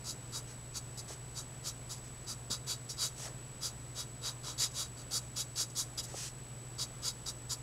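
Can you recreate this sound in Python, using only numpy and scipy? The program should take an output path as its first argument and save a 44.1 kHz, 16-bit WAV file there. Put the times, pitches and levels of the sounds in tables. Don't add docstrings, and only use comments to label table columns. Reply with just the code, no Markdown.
import sys
import numpy as np
from scipy import signal
from scipy.fft import rfft, irfft, next_fast_len
from scipy.io import wavfile
from scipy.ndimage import uniform_filter1d, map_coordinates

SR = 44100
rng = np.random.default_rng(int(sys.argv[2]) if len(sys.argv) > 2 else 0)


def inscribe(sig):
    pcm = np.round(np.clip(np.atleast_2d(sig).T, -1, 1) * 32767)
    wavfile.write(sys.argv[1], SR, pcm.astype(np.int16))


N = 336042


def amp(db):
    return 10 ** (np.asarray(db) / 20)


def unit(x):
    return x / np.sqrt(np.mean(x ** 2))


def filtered(x, response):
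    size = 2 * next_fast_len(N // 2 + 4096)
    freqs = np.fft.rfftfreq(size, 1 / SR)
    return irfft(rfft(x, size) * response(freqs), size)[:N]


def slope(points):
    low_end, high_end = (points[0][0] / 2, -120), (points[-1][0] * 2, -120)
    f, db = np.transpose([low_end, *points, high_end])
    return lambda hz: amp(np.interp(np.log(hz + 1), np.log(f), db))


def modes(table):
    def power(f, centre, width, db):
        damping = (f * width) ** 2
        return amp(2 * db) * damping / ((centre * centre - f * f) ** 2 + damping)
    return lambda f: np.sqrt(sum(power(f, *mode) for mode in table))


def above(hz):
    return lambda f: 1 / (1 + (hz / (f + 1)) ** 24)


def causal(gain):
    def response(f):
        cepstrum = irfft(np.log(gain(f) + 1e-6))
        half = len(cepstrum) // 2
        folded = np.r_[cepstrum[0], 2 * cepstrum[1:half], np.zeros(len(cepstrum) - half)]
        return np.exp(rfft(folded))[:len(f)]
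    return response


def wobble(rate):
    knots = rng.standard_normal(int(N * rate / SR) + 4)
    return map_coordinates(knots, [np.arange(N) * rate / SR])


def fibres(spread_db, clump_db, clump_rate):
    size_db = spread_db * rng.standard_normal(N) + clump_db * wobble(clump_rate)
    return unit(rng.standard_normal(N) * amp(size_db))


LAND_S = 0.0062
RISE_BEND, FALL_BEND = 2.23, 1.45
FALL_DB = 30
TRAIL_DB, TRAIL_DB_PER_S = -21.5, 133


def swell(t, rise, hold, fall, touch_db):
    to_peak = np.clip(1 - t / rise, 0, 1)
    after = np.maximum(t - rise - hold, 0)
    main_db = -FALL_DB * (after / fall) ** FALL_BEND
    trail_db = TRAIL_DB - TRAIL_DB_PER_S * after
    under_db = touch_db * to_peak ** RISE_BEND + np.maximum(main_db, trail_db)
    return under_db, np.clip(t / LAND_S, 0, 1)


def lay(moves):
    out = np.zeros((len(moves[0][1]), N + SR))
    for start, gains in moves:
        span = out[:, round(start * SR):][:, :gains.shape[1]]
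        span[:] = np.where(gains[0] > span[0], gains, span)
    return out[:, :N]


# (f/Hz, rms level/dB, size of the random waver/dB)
HUM_TONES = [(38, -68, 4), (59.98, -61.7, 1), (119.98, -51.6, .5), (133, -63, 3.5), (140.2, -59.7, 1.5)]
# (f/Hz, relative level/dB)
ROOM_SPECTRUM = [(20, 0.5), (36, -1), (52, -0.5), (68, 5.5), (85, -0.5), (125, 2), (160, -1.5), (300, -3.5),
                 (700, -9), (2000, -16), (5000, -20), (9000, -22), (15700, -34.5)]
# (f/Hz, rms level/dB)
HIGH_TONE = [(13205, -89)]
ROOM_DB = -52.5


def room():
    t = np.arange(N) / SR

    def tone(hz, rms_db):
        return np.sqrt(2) * amp(rms_db) * np.sin(2 * np.pi * (hz * t + rng.random()))

    hum = sum(tone(hz, db + waver_db * wobble(3)) for hz, db, waver_db in HUM_TONES)
    level = amp(ROOM_DB + 0.33 * wobble(4.2))
    hiss = level * unit(filtered(rng.standard_normal(N), slope(ROOM_SPECTRUM)))
    return hum + hiss + sum(tone(hz, db) for hz, db in HIGH_TONE)


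SCAN_PAUSES = [(.3046, .457), (.8023, .9609)]
FRAME_HZ, LINES = 30000 / 1001, 525
FLIP = .3752


def whine():
    frames = np.arange(N) / SR * FRAME_HZ
    part = frames % 1

    def step(at):
        return .5 + .5 * np.tanh((part - at) / .009)

    pause = sum(step(start) - step(end) for start, end in SCAN_PAUSES)
    sign = (-1.) ** np.floor(frames) * np.tanh((part - FLIP) / .0106)
    lag = -.46 * (step(FLIP) - step(FLIP + .07))
    shape = sign * (1 + 1.11 * pause * np.exp(-.34j)) * np.exp(1j * lag)
    carrier = np.exp(2j * np.pi * LINES / 2 * frames)
    return amp(-54) * np.real(shape * carrier)


# (t/s, level/dB that is 2.5 dB under the peak, centre f/Hz, length of the pushes/s)
DESK_KNOCKS = [(0.287, -47, 207, 0.011), (0.55, -50, 218, 0.014), (1.102, -40.5, 589, 0.0098),
               (2.497, -40.5, 278, 0.012), (3.194, -43.5, 880, 0.013), (3.263, -43, 487, 0.0068),
               (3.283, -47, 527, 0.01), (5.606, -45, 453, 0.0082), (5.973, -49, 401, 0.0076),
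               (6.138, -37.5, 570, 0.012)]


def knocks():
    out, size = np.zeros(N + SR), SR // 20 + 1
    t, freqs = np.arange(size) / SR, np.fft.rfftfreq(size, 1 / SR)
    for start, db, hz, length in DESK_KNOCKS:
        press = np.sin(np.pi * np.clip(t / length, 0, 1) ** 2.0)
        pushes = rng.standard_normal(size) * press
        board = causal(lambda f: modes([(hz, hz, 0)])(f) ** 2 / (1 + (f / (1.6 * hz)) ** 4))
        thud = irfft(rfft(pushes) * board(freqs), size)
        first = round((start - .002) * SR)
        out[first:][:size] += amp(db + 2.5) * thud / np.abs(thud).max()
    return out[:N]


# (touch t/s, rise/s, hold/s, fall/s, peak level/dB before the hand's gains,
# level/dB at the touch under the peak, shift of the low rub at the start/dB, and at the end/dB)
HAND_SLIDES = [(0.47, .04, .005, .066, -59.5, -2, 3, 6), (1.078, .02, 0.038, .031, -52.5, -2, -3, 2),
               (2.03, .02, .03, .08, -64.5, -4, 0, 0), (3.153, 0.072, 0.031, .075, -48.5, -24, -11, 12),
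               (6.068, .03, .06, .04, -57.5, -5, -3, 8), (6.141, 0.056, 0.072, 0.055, -46.5, -11, -4, -8)]
RUB_BEND = 1.1


def slides():
    moves = []
    for start, rise, hold, fall, peak_db, touch_db, first_db, last_db in HAND_SLIDES:
        t = np.arange(round((rise + hold + 2 * fall) * SR)) / SR
        under_db, land = swell(t, rise, hold, fall, touch_db)
        way = np.minimum(t / (rise + hold + fall), 1)
        rub_db = first_db + (last_db - first_db) * way ** RUB_BEND
        moves.append((start, np.array([amp(peak_db + under_db) * land, amp(rub_db)])))
    return lay(moves)


# (f/Hz, relative level/dB)
SKIN_HISS = [(1500, -24.5), (2500, -11), (4000, -10), (5600, -4), (7000, -5), (9000, -10), (12000, -20),
             (15700, -32)]
# (f/Hz, relative level/dB)
LOW_RUB = [(300, -5), (600, 1.5), (1200, -3), (2000, -4.5)]


def hand():
    level, low = slides()
    push = fibres(spread_db=4.0, clump_db=0.5, clump_rate=170)
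    hiss = unit(filtered(push, slope(SKIN_HISS)))
    rub = unit(filtered(push, slope(LOW_RUB)))
    return level * (amp(3.0) * hiss + amp(-6.0) * low * rub)


# (touch t/s, rise/s, fall/s, peak level/dB before the marker's gains, level/dB at the touch under
# the peak, desk gain/dB, barrel gain/dB, brightness/dB, gain in brightness over the rise and again the fall/dB)
PEN_STROKES = [(0.036, 0.064, 0.056, -40.5, -18, 0.5, -1, 0.5, 2.3),
               (0.317, 0.054, 0.049, -39.5, -12.5, 2.5, -2.4, 0.0, 5),
               (0.728, 0.048, 0.031, -37.5, -29, 0, -1.5, -1.5, 5),
               (0.969, 0.027, 0.037, -44.5, -6, -3, -3, 0.4, 1),
               (1.341, 0.043, 0.07, -42.6, -24.2, 4, 0.5, 0.8, 5),
               (1.624, 0.057, 0.051, -38, -29, 0.5, -0.5, 0.2, 5),
               (1.889, 0.034, 0.05, -42, -14, 2.5, 0.4, 0.7, 3),
               (1.955, 0.028, 0.025, -55, -2.6, 5.7, -0.5, 1, 2.3),
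               (2.262, 0.049, 0.055, -39.5, -17, 1, -2, -0.5, 2.3),
               (2.499, 0.028, 0.061, -35.1, -5, 2.7, 1.5, -1.5, 2),
               (2.663, 0.052, 0.063, -36.5, -17, 0.7, 2.0, 0.5, 0),
               (2.884, 0.015, 0.062, -39, -30.0, -6, -3, -1.5, 4),
               (2.962, 0.084, 0.06, -32, -26, -1, -0.5, -1.6, 4),
               (3.604, 0.054, 0.066, -37.5, -23, 1.5, 0.5, 1.2, 2.3),
               (3.945, 0.059, 0.055, -37, -23, 0, 1, -2, 3), (4.212, 0.069, 0.061, -37, -21, 3.8, 3, -3, 2),
               (4.428, 0.066, 0.076, -41.5, -11.5, 6.5, 3.5, -2.5, 2.3),
               (4.574, 0.065, 0.057, -31, -17.2, -2.5, 1, -1, -1),
               (4.705, 0.014, 0.025, -56, -6, 0, 0, 2, 2.3), (4.732, 0.079, 0.077, -37, -21, 1, 2, 0, 0),
               (4.969, 0.051, 0.019, -52.5, -0.0, 5, 2, -2.5, 0),
               (5.104, 0.066, 0.04, -32.3, -16.5, -2.2, -2, 0.1, 2.5),
               (5.357, 0.048, 0.05, -35.2, -7.5, -3.7, -1, 0.5, 4),
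               (5.554, 0.061, 0.052, -33.5, -12, -2.6, -0.5, 0.7, 3),
               (5.696, 0.011, 0.02, -53, -0.0, 2.2, 0.1, 1, 2.3),
               (5.749, 0.054, 0.054, -33.5, -15, -2, -1.5, 1.5, 4),
               (5.973, 0.025, 0.033, -38.5, -5, 0.5, 4.5, 0.2, 0),
               (6.02, 0.024, 0.039, -48, -19.8, -6, 2, 7, 2.3),
               (6.779, 0.046, 0.045, -35, -12, -1, -1, -3, 3),
               (7.018, 0.065, 0.053, -35, -15, -0.5, 0, -1.9, 2.3),
               (7.257, 0.039, 0.036, -38.5, -5.5, 0.5, -0.6, -1.3, 3),
               (7.49, 0.038, 0.037, -36.5, -10.5, 0, -2, 0, 4)]
DESK_KEEPS, BARREL_KEEPS = 0.29, 0.14


def strokes():
    moves = []
    for start, rise, fall, peak_db, touch_db, desk_db, barrel_db, bright_db, gain_db in PEN_STROKES:
        t = np.arange(round((rise + 3 * fall) * SR)) / SR
        under_db, land = swell(t, rise, 0, fall, touch_db)
        way = np.where(t < rise, t / rise - 1, np.minimum((t - rise) / fall, 1))
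        level = amp(peak_db + under_db) * land
        desk = amp(desk_db - DESK_KEEPS * under_db)
        barrel = amp(barrel_db - BARREL_KEEPS * under_db)
        bright = amp(bright_db + gain_db * way)
        moves.append((start, np.array([level, desk, barrel, bright])))
    return lay(moves)


def regrip(x, depth_db):
    z = signal.stft(x, nperseg=256)[2]
    field = uniform_filter1d(rng.standard_normal(z.shape), size=2, axis=0)
    field = uniform_filter1d(field, size=40, axis=1)
    return signal.istft(z * amp(depth_db * unit(field)), nperseg=256)[1][:N]


# (f/Hz, width/Hz, relative level/dB)
NIB_MODES = [(2880, 38, -12.5), (3220, 180, -13.5), (3400, 80, -5), (3883, 95, 3.5), (4542, 104, 4),
             (4700, 99, 1), (4915, 94, 3), (5100, 95, 2.5), (5610, 130, 0.5), (5900, 140, -4),
             (5890, 76, -1), (6300, 78, -0.5), (6510, 200, 0), (7030, 270, 0.5), (7180, 91, 0),
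             (7600, 250, -5.5), (8400, 360, -7.5), (9000, 160, -15), (9380, 130, -7.5), (9860, 210, -6.5),
             (10100, 180, -19.5), (10320, 83, -5), (10950, 180, -10), (11080, 170, -10.5),
             (11560, 130, -12), (12000, 200, -12.5), (12580, 150, -13.5), (12950, 250, -33),
             (13300, 160, -21), (13750, 250, -34)]
# (f/Hz, relative level/dB)
FELT_SCRATCH = [(1500, -24.5), (2300, -19.5), (3000, -19.5), (4200, -27), (6000, -11.5), (9000, -13),
                (12000, -27), (15700, -56)]
# (f/Hz, width/Hz, relative level/dB)
DESK_MODES = [(515, 260, -1.5), (1006, 130, -0.5), (1190, 250, -2.5), (1333, 215, 0.5)]


def marker():
    level, desk, barrel, bright = strokes()
    push = fibres(spread_db=3.5, clump_db=0.5, clump_rate=300)
    pen = causal(lambda f: np.hypot(modes(NIB_MODES)(f), slope(FELT_SCRATCH)(f)))
    board = causal(lambda f: modes(DESK_MODES)(f) ** 1.68)
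    force = push * level / np.std(filtered(push, pen))
    tip, edge, top = above(4230), above(5400), above(8300)
    contact = np.minimum(1, level / amp(-44)) ** 0.23
    scratch = filtered(force * contact * barrel, lambda f: pen(f) * (1 - tip(f)))
    scratch += filtered(force * contact, lambda f: pen(f) * (tip(f) - edge(f)))
    scratch += filtered(force * bright ** 0.63, lambda f: pen(f) * (edge(f) - top(f)))
    scratch += filtered(force * bright, lambda f: pen(f) * top(f))
    wood = filtered(push * level * desk, board) / np.std(filtered(push, board))
    return amp(0.12) * regrip(scratch, depth_db=1.5) + amp(-16.5) * wood


def scene():
    return (room() + knocks() + hand() + marker())[None]


def record(dry):
    return filtered(dry[0] + whine(), lambda hz: hz < 15760)[None]


dry = scene()
out = record(dry)
inscribe(out)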